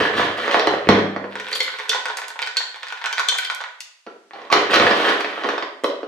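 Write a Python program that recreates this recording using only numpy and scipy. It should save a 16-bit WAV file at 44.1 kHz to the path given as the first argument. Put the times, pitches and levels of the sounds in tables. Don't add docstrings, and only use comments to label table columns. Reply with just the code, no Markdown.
import sys
import numpy as np
from scipy import signal
from scipy.fft import rfft, irfft, next_fast_len
from scipy.io import wavfile

SR = 44100
rng = np.random.default_rng(int(sys.argv[2]) if len(sys.argv) > 2 else 0)


def pcm_store(signal):
    levels = np.round(np.clip(np.atleast_2d(signal), -1, 1) * 32767)
    wavfile.write(sys.argv[1], SR, levels.astype(np.int16).T)


N = 267731

# f/Hz, t60/s
REVERB_TIME = [(100, 1), (300, 0.73), (1000, 0.57), (3000, 0.58), (7000, 0.41), (14000, 1)]
# f/Hz, level/dB
REVERB_SPECTRUM = [(100, -23.5), (300, -7), (1000, -2), (3000, -3.5), (7000, -0.5), (14000, -31.5)]
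# f/Hz, correlation
COHERENCE = [(100, 0.84), (300, 0.97), (600, 0.81), (1200, 0.13), (3000, 0.029), (6000, 0.049), (12000, 1)]
# f/Hz, level/dB
MIC_BALANCE = [(60, 1.5), (180, 1.5), (550, -0.5), (1650, -2.5), (4970, 0.5), (15000, 2.5)]
# f/Hz, phase/rad
MIC_PHASE = [(150, 0.), (700, 0.3), (3200, 0.97), (4000, 1.62), (5800, 0.5), (16000, 1.14)]

# f/Hz, level/dB, t60/s
TRAY_MODES = [(215, 2, 0.036), (297, -2.5, 0.034), (341.4, -1.5, 0.031), (409, -3, 0.098), (484, -4, 0.095),
              (564, -4.5, 0.07), (691, 8.5, 0.0091), (743, -0.5, 0.013), (952, 2, 0.0066),
              (1002, -7.5, 0.06), (1180, 7.5, 0.017), (1395, 5.5, 0.0081), (1770, 13.5, 0.0062),
              (1940, 0, 0.014), (2130, 13.5, 0.0027), (3160, 3, 0.01)]
# f/Hz, level/dB, t60/s
BOOM_MODES = [(102.7, -14.5, 0.66), (159.4, -11, 0.4), (197.3, -11, 0.57), (221, -12, 0.18)]
# f/Hz, level/dB, t60/s
SCOOP_MODES = [(791, -4.5, 0.13), (1120, -4, 0.048), (1354, 2, 0.054), (1680, 7, 0.018)]
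# f/Hz, level/dB, t60/s
TABLE_MODES = [(61, -55.5, 0.079), (110, -52, 0.023), (263, -48, 0.012)]
# f/Hz, level/dB, t60/s
CAVITY_MODES = [(305, -34.5, 0.16), (438, -19.5, 0.11), (511.8, -18, 0.17), (686, -28.5, 0.06)]
# f/Hz, level/dB, t60/s
BED_MODES = [(777, -19, 0.085), (970, 12.5, 0.017), (1490, 12.5, 0.025), (1497, 4, 0.027),
             (1804, 10, 0.022), (2130, 19, 0.0051), (2400, 9, 0.012), (3490, 25, 0.002)]
# f/Hz, level/dB, t60/s
WALL_MODES = [(1528, 7.5, 0.052), (2068, 0, 0.047), (2314, 0, 0.022), (3100, 0, 0.044), (3213, 4, 0.041),
              (3533, 2.5, 0.025), (3920, 3.5, 0.024), (4280, 5, 0.024), (4380, 7.5, 0.015),
              (4630, 10.5, 0.0083), (4900, 2, 0.0087), (5880, 6.5, 0.0043), (6900, 1.5, 0.019),
              (7300, -11, 0.025), (7900, -15, 0.03)]

# t/s, level/dB, dust tail re level/dB
GRIT_TICKS = [(0.5444, -38, -26), (0.595, -33, -32), (0.6702, -29.5, -38), (0.8885, -23.5, -35),
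              (0.9004, -39, -31), (1.512, -34, -22), (1.551, -22.5, -22), (1.6031, -28, -31),
              (1.6294, -26, -26), (1.893, -15.5, -30), (2.0556, -48, -28), (2.1705, -21, -28),
              (2.2817, -25, -29), (2.389, -46, -26), (2.4164, -37, -26), (2.4618, -48, -29),
              (2.563, -43, -26), (2.568, -38, -15), (2.7586, -53, -26), (2.8833, -44, -28),
              (2.9238, -47, -28), (3.0605, -37, -28), (3.128, -38, -21), (3.1822, -34, -26),
              (3.2016, -32, -28), (3.2835, -28.5, -21), (3.3774, -27, -32), (3.3847, -16, -35),
              (3.4466, -26, -35), (3.4999, -37, -29), (3.548, -21, -36.5), (3.8046, -29.5, -29),
              (3.8118, -37, -33), (4.5151, -40, -26), (4.5231, -23, -30), (4.7381, -30, -17),
              (5.2024, -34.5, -24), (5.838, -26, -26)]
# t/s, hold/s, level/dB
SCOOP_PUSHES = [(-0.03, 0.026, -14), (0.123, 0.027, -20), (0.15, 0.033, -13.5), (0.359, 0.093, -19.5),
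                (0.497, 0.019, -15), (0.66, 0.048, -24.5), (0.79, 0.13, -33), (0.893, 0.068, -27.5),
                (4.326, 0.11, -38.5), (4.509, 0.013, -12), (4.694, 0.043, -11), (4.715, 0.186, -15),
                (4.937, 0.15, -16), (5.028, 0.053, -14), (5.21, 0.14, -28), (5.326, 0.077, -28),
                (5.434, 0.055, -24), (5.53, 0.033, -37)]
# t/s, level/dB
BOOM_RESPONSE = [(0, -3.5), (0.3, -5.5), (0.4, -47), (0.75, -10.5), (0.88, 1.5), (0.93, -5), (1.1, -10),
                 (1.3, -25.5), (4.0, -28.5), (4.55, -17.5), (4.85, -11), (5.1, -28), (5.6, -57), (5.9, -60)]
# t/s, level/dB, f/Hz
SCOOP_GRAZES = [(.053, -14.5, 1700), (0.18, -16, 1700), (.21, -24.5, 1660), (4.073, -35, 1307),
                (4.334, -28, 814), (4.356, -34.5, 805), (4.501, -15, 1150), (4.528, -4, 1100),
                (5.085, -14, 1700), (5.107, -20, 1720)]
# t/s, level/dB, f/Hz, crack re level/dB
TRAY_KNOCKS = [(0.009, -3.5, 418, -19), (0.052, -9, 1010, -34), (0.195, -8, 607, -17),
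               (0.215, -16, 585, -24), (0.39, -14, 1710, -38), (0.479, -5, 1230, -17),
               (0.512, -6.5, 1930, -12.5), (0.535, -29, 1590, -21), (0.544, 4, 836, -25),
               (0.569, -2.5, 623, -39), (0.595, -4.5, 595, -10.5), (0.672, 6, 920, -19.5),
               (0.691, -3.5, 1190, -41), (0.737, -5.5, 587, -41), (0.872, -5.5, 404, -44),
               (0.889, 10, 283, -19.5), (0.897, -5, 740, -16.5), (0.905, -2.5, 770, -31),
               (0.923, 2.5, 358, -45), (0.95, 3.5, 220, -45), (0.988, -1, 277, -45), (1.163, -7, 620, -29),
               (1.242, -10.5, 518, -32), (1.255, -29, 677, -19), (4.065, -21, 339, -18),
               (4.071, -21.5, 390, -41), (4.101, -28.5, 440, -33), (4.309, -30.5, 1700, -34),
               (4.334, -30.5, 820, -6), (4.36, -23, 810, -35), (4.416, -24, 780, -17),
               (4.451, -24, 493, -17), (4.502, -26, 1140, -4.5), (4.516, -26, 990, 3),
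               (4.526, 3.5, 960, -9), (4.54, -1.5, 368, -30), (4.55, -0.5, 604, -28),
               (4.557, -29, 750, -31), (4.704, -23, 1570, -33), (4.736, -2, 1150, -10),
               (4.741, -1, 1550, -8), (4.758, 1, 480, -11), (4.798, 3.5, 590, -15), (4.835, 1, 556, -28),
               (4.869, 2, 590, -26), (4.9, -16, 1950, -28.5), (4.91, 0, 436, -16.5), (5.089, -7, 420, -10),
               (5.207, -19, 1520, -0.5), (5.246, -7.5, 1190, -18.5), (5.378, -13, 720, -30),
               (5.436, -11, 1520, -16), (5.444, -1, 630, -29), (5.451, -5, 685, -37), (5.464, -8, 700, -39),
               (5.489, -5.5, 1030, -14), (5.58, -4.5, 940, -18.5), (5.625, -9, 960, -16.5),
               (5.836, -6.5, 420, -40), (5.843, -0.5, 540, -19.5), (5.9, -11.5, 530, -21),
               (6.031, -10.5, 430, -30)]
# t/s, level/dB
TRICKLE_LEVEL = [(1.2, -91), (1.3, -34), (1.57, -19), (2.07, -32), (2.3, -40), (2.86, -34), (3.22, -27.5),
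                 (3.3, -32), (3.44, -22.5), (3.75, -110)]
# t/s, level/dB, f/Hz, crack re level/dB
BED_IMPACTS = [(1.324, -27, 2000, -27), (1.355, -16.5, 1608, -18), (1.399, -17.5, 1790, -10),
               (1.468, -20, 1744, -31), (1.485, -20, 1540, -16), (1.517, -16, 1870, -17),
               (1.68, -16, 1980, -39), (1.74, -21.5, 1510, -45.5), (1.787, -18.5, 1940, -15),
               (1.799, -16, 1850, -17), (1.885, -26, 1610, -12), (1.916, -12, 1710, -37),
               (1.931, -9, 1730, -34), (1.947, -11, 960, -14), (1.955, -19, 1940, -11),
               (1.985, -24, 1820, -30), (2.056, -14, 1570, -8), (2.068, -23.5, 1510, -13),
               (2.084, -18, 1390, -13), (2.1, -13, 697, -32), (2.171, -22, 1610, 2.5),
               (2.186, -18, 1340, -20), (2.218, -17.5, 1430, -21), (2.237, -18.5, 1590, -26),
               (2.282, -25.5, 1470, -0.5), (2.303, -23, 1610, -11), (2.358, -22.5, 1080, -24),
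               (2.391, -15.5, 1900, -12.5), (2.419, -12, 2100, -11.5), (2.464, -17.5, 1390, -13),
               (2.473, -20, 1800, -5), (2.563, -22, 1980, -25), (2.605, -16, 1770, -23),
               (2.744, -23, 2330, -27.5), (2.759, -26, 920, -10), (2.825, -28, 1770, -35),
               (2.831, -16, 1790, -16), (2.869, -20.5, 1470, -17), (2.884, -25, 1960, -6),
               (2.904, -21.5, 2130, -17), (2.924, -18, 1530, -12.5), (2.974, -27, 2500, -15.5),
               (3.014, -28, 1520, -19), (3.016, -18, 2010, -30), (3.041, -10, 1490, -19),
               (3.059, -10.5, 1440, -8.5), (3.111, -22, 1620, -22), (3.176, -20.5, 1530, -31),
               (3.181, -8.5, 1960, -20), (3.195, -8, 1460, -11), (3.202, -21.5, 1790, -5.5),
               (3.248, -31, 1820, -10), (3.319, -12, 940, -22), (3.349, -17, 1460, -13.5),
               (3.5, -12, 1800, -17), (3.512, -27, 970, -2), (3.52, -22.5, 1190, -14),
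               (3.552, -49, 1210, 11), (3.605, -16.5, 840, -22), (3.612, -19, 967, -14.5),
               (3.639, -17.5, 1660, -22), (3.805, -39.5, 2305, 17.5), (3.813, -46, 2320, 7)]
# t/s, level/dB, f/Hz, crack re level/dB, fall away from f/(dB per octave),
# contact/s, lingering f/Hz, lingering ring re level/dB
WALL_IMPACTS = [(1.528, -11.5, 4440, -26, 12, 0.0043, 2083, -11),
                (1.553, -14, 3880, -9, 16, .006, 3950, -12), (1.604, -5, 3450, -15.5, 9, .005, 2083, -6.5),
                (1.894, -6.5, 3830, -5, 22, .006, 3548, -6.5),
                (2.425, -15, 3160, -25, 14, 0.0016, 2270, -5.5), (2.569, -8, 4320, -6, 3, .007, 4280, -10),
                (3.127, -11, 1700, -9, 11.5, 0.0051, 1500, -17),
                (3.286, -4, 3220, -3.5, 15, 0.0077, 3548, -5.5),
                (3.386, -11.5, 2260, -12, 9, .003, 2270, -2.5),
                (3.447, -13.5, 3150, -26, 21, 0.0053, 3540, -22)]

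GRIT_SLOPE = 1.126
TRAY_CUTOFF_HZ, BED_CUTOFF_HZ = 5560, 6000


def amp(db):
    return 10 ** (np.asarray(db) / 20)


def at_hz(points, hz):
    return np.interp(np.log(hz), np.log(np.array(points)[:, 0]), np.array(points)[:, 1])


def in_time(rows):
    return np.interp(np.arange(N) / SR, *np.transpose(rows))


def band(x, low_hz, high_hz):
    return signal.sosfilt(signal.butter(2, [low_hz, high_hz], "band", fs=SR, output="sos"), x)


def high_pass(x, hz):
    return signal.sosfilt(signal.butter(4, hz, "high", fs=SR, output="sos"), x)


def low_pass(x, hz):
    return signal.sosfilt(signal.butter(4, hz, "low", fs=SR, output="sos"), x)


def unit_power(x):
    return x / np.sqrt(np.mean(x ** 2) + 1e-20)


def impulses(s, sizes):
    clicks = np.zeros(N)
    np.add.at(clicks, np.round(s * SR).astype(int), sizes)
    return clicks


def grains(per_s, uneven_db):
    sizes = amp(uneven_db * np.minimum(rng.exponential(1, N), 4)) * rng.choice([-1, 1], N)
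    return sizes * (rng.random(N) < per_s / SR)


def ring(clicks, hz, t60):
    r, w = amp(-60 / (max(t60, .003) * SR)), 2 * np.pi * hz / SR
    return signal.lfilter([0, np.sin(w)], [1, -2 * r * np.cos(w), r * r], clicks + 1e-18)


def rattle(modes, per_s, uneven_db):
    contacts = grains(per_s, uneven_db)
    rings = (amp(db) * ring(contacts * rng.normal(0, 1, N), hz, t60) for hz, db, t60 in modes)
    return unit_power(sum(rings))


def strike(s, gains, modes):
    return sum(ring(impulses(s, gain * amp(db)), hz, t60) for (hz, db, t60), gain in zip(modes, gains.T))


def thud(s, level_db, modes):
    return strike(s, amp(level_db[:, None] + rng.normal(0, 3, (len(s), len(modes)))), modes)


def strike_near(s, level_db, hz, modes, fall_db=90):
    octaves = np.abs(np.log2(np.array(modes)[:, 0] / hz[:, None]))
    weights = amp(-fall_db * np.minimum(octaves, 1.6) + rng.normal(0, 2.5, octaves.shape))
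    weights *= rng.choice([-1, 1], octaves.shape)
    weights /= np.sqrt(np.sum(weights ** 2, axis=1, keepdims=True))
    return strike(s, weights * amp(level_db)[:, None], modes)


def clacks(s, level_db, pitch_hz, cycles, spread_octaves):
    count, length, rise_s = 11, 3000, 0.000089
    out, t = np.zeros(N + length), np.arange(length) / SR
    chance = rng.uniform(-1, 1, (len(s), 2, count))
    steps = np.linspace(-1, 1, count)
    scatter = steps + chance[:, 0] / count * (steps != 0)
    hz = np.clip(pitch_hz[:, None] * 2 ** (spread_octaves * scatter), 200, 9000)[..., None]
    strength = (amp(-9 * np.sqrt(np.abs(scatter))) * np.sign(chance[:, 1]))[..., None]
    shapes = np.sum(strength * np.sin(2 * np.pi * hz * t) * amp(-60 * t * hz / cycles), axis=1)
    shapes *= 1 - np.exp(-t / rise_s)
    for start, db, shape in zip(np.round(s * SR).astype(int), level_db, shapes):
        out[start:start + length] += amp(db) * shape / np.abs(shape).max()
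    return out[:N]


def crack(s, level_db, low_hz, high_hz, decay_s, rise_s=0.0011):
    decay = signal.lfilter([1], [1, -np.exp(-1 / (decay_s * SR))], impulses(s, amp(level_db)) + 1e-18)
    pole = np.exp(-1 / (rise_s * SR))
    envelope = signal.lfilter([1 - pole], [1, -pole], decay)
    snap = impulses(s, amp(level_db + 3))
    return band(envelope * rng.standard_normal(N) + snap, low_hz, high_hz)


def hiss():
    return amp(-58) * high_pass(band(rng.standard_normal((2, N)), 970, 6400), 500)


def room(x):
    t, response = np.arange(int(.9 * SR)) / SR, 0
    edges = 70 * 2 ** np.arange(0, 8.1, .5)
    for low, high in zip(edges, edges[1:]):
        hz = np.sqrt(low * high)
        mid, side = band(rng.standard_normal((2, len(t))), low, high)
        coherence = at_hz(COHERENCE, hz)
        pair = np.sqrt(1 + coherence) * mid + np.sqrt(1 - coherence) * side * [[1], [-1]]
        response = response + pair * amp(at_hz(REVERB_SPECTRUM, hz) - 60 * t / at_hz(REVERB_TIME, hz))
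    early_boost = 1 + amp(6 - 60 * t / 0.03)
    onset = np.clip((t - .002) / 0.0029, 0, 1)
    return signal.fftconvolve(x[None], response * early_boost * onset, axes=1)[:, :N]


def sand():
    return unit_power(band(grains(per_s=3000, uneven_db=4.5), 5000, 13000))


def grit_ticks():
    s, level_db, tail_db = np.transpose(GRIT_TICKS)
    tick = crack(s, level_db + 7, 4000, 10000, decay_s=0.00076)
    dust = crack(s, level_db + tail_db + 12.5, 5300, 13000, decay_s=0.029)
    return tick + dust


def push_level(attack_s=0.018, release_db_per_s=117.5):
    start, hold, db = np.transpose(SCOOP_PUSHES)[..., None]
    t = np.arange(N) / SR - start - attack_s
    rise_db = 20 * np.log10(np.clip(1 + t / attack_s, 1e-6, 1))
    return np.max(db + rise_db - release_db_per_s * np.maximum(t - hold, 0), axis=0)


def tray():
    push_db = push_level()
    body = amp(push_db - 6.5) * rattle(TRAY_MODES, per_s=600, uneven_db=4)
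    grit = unit_power(band(band(grains(per_s=2100, uneven_db=3.5), 2240, 3880), 1600, 9600))
    grit *= amp(GRIT_SLOPE * (push_db + 24) - 40.5)
    rumble = unit_power(band(grains(per_s=180, uneven_db=-7), 76, 330))
    rumble *= amp(push_db + in_time(BOOM_RESPONSE) - 15)
    s, knock_db, hz, crack_db = np.transpose(TRAY_KNOCKS)
    panels = strike_near(s, knock_db - 9.5, hz, TRAY_MODES, fall_db=7)
    lumps = clacks(s, knock_db - 9, hz, cycles=12.3, spread_octaves=1.43)
    scoop = strike_near(*np.transpose(SCOOP_GRAZES), SCOOP_MODES)
    cracks = crack(s, knock_db + crack_db + 15, 1500, 4670, decay_s=0.0012)
    contacts = low_pass(high_pass(body + panels + lumps + scoop, 280) + cracks, TRAY_CUTOFF_HZ)
    fine_sand = amp(GRIT_SLOPE * (push_db + 17.5) - 54) * sand()
    boom_db = np.interp(s, *np.transpose(BOOM_RESPONSE))
    boom = thud(s, knock_db + boom_db - 18, BOOM_MODES)
    return contacts + grit + fine_sand + rumble + boom


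def trickle():
    grit = amp(-7.5) * unit_power(band(band(grains(per_s=460, uneven_db=0), 2200, 4400), 2000, 6000))
    return amp(in_time(TRICKLE_LEVEL) - 17.5) * (rattle(BED_MODES, per_s=79, uneven_db=-2.5) + grit)


def pot_thump(s, level_db, pour_start_s=1.3, fade_db_per_s=10):
    on_wall = np.isin(s, np.transpose(WALL_IMPACTS)[0])
    level_db = np.where(on_wall, level_db - 1, level_db)
    cavity_db = level_db - 1.5 - fade_db_per_s * (s - pour_start_s)
    return thud(s, level_db, TABLE_MODES) + high_pass(thud(s, cavity_db, CAVITY_MODES), 308)


def stone_bed(bounce_s=0.0065, bounce_db=-5):
    s, level_db, hz, _ = np.transpose(BED_IMPACTS)
    again = s + bounce_s * rng.uniform(0.496, 1.5, len(s))
    s, level_db, hz = np.r_[s, again], np.r_[level_db, level_db + bounce_db], np.r_[hz, hz]
    lumps = clacks(s, level_db - 6.5, hz, cycles=19, spread_octaves=1)
    return lumps + strike_near(s, level_db - 14, hz, BED_MODES, fall_db=7)


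def clay_wall(touches=6):
    s, level_db, hz, _, fall_db, contact_s = np.repeat(WALL_IMPACTS, touches, axis=0).T[:6]
    fraction = np.tile(np.linspace(0, 1, touches), len(WALL_IMPACTS)) * rng.uniform(.8, 1, len(s))
    clinks = strike_near(s + fraction * contact_s, level_db - 13.5, hz, WALL_MODES, fall_db[:, None])
    s, level_db, *_, linger_hz, linger_db = np.transpose(WALL_IMPACTS)
    return clinks + strike_near(s, level_db + linger_db, linger_hz, WALL_MODES)


def pot():
    s, level_db, _, crack_db = np.transpose(sorted(BED_IMPACTS + [hit[:4] for hit in WALL_IMPACTS]))
    cracks = crack(s, level_db + crack_db + 11, 2150, 6540, decay_s=0.001)
    thump = pot_thump(s, level_db)
    pan_db = rng.normal(0, 3, len(s))
    latest = np.clip(np.searchsorted(s, np.arange(N) / SR, side="right") - 1, 0, None)
    bed, wall = stone_bed(), clay_wall()
    stones = low_pass(bed + trickle(), BED_CUTOFF_HZ)
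    dust = amp(in_time(TRICKLE_LEVEL) - 37.5) * sand()
    return high_pass(cracks + wall + stones, 670) + dust + thump, pan_db[latest]


def scene():
    digging = tray()
    landing, pan_db = pot()
    ticks = grit_ticks()
    direct = ticks + digging * amp([[-.6], [.6]]) + landing * amp(pan_db * [[.5], [-.5]])
    return hiss() + direct + room(amp(-31) * digging + amp(-32) * landing + amp(-38) * ticks)


def record(dry):
    size = next_fast_len(N)
    hz, sides = np.fft.rfftfreq(size, 1 / SR) + 1, np.array([[.5], [-.5]])
    pair = amp(at_hz(MIC_BALANCE, hz) * sides) * np.exp(1j * at_hz(MIC_PHASE, hz) * sides)
    roll_off = 1 / np.sqrt(1 + (hz / 14500) ** 6)
    coloured = high_pass(irfft(rfft(dry, size) * pair * roll_off, size)[:, :N], 53)
    rounded = 1.2 * np.tanh(coloured / 1.2)
    return signal.sosfilt(signal.cheby2(14, 70, 16600, fs=SR, output="sos"), rounded)


dry = scene()
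out = record(dry)
pcm_store(out)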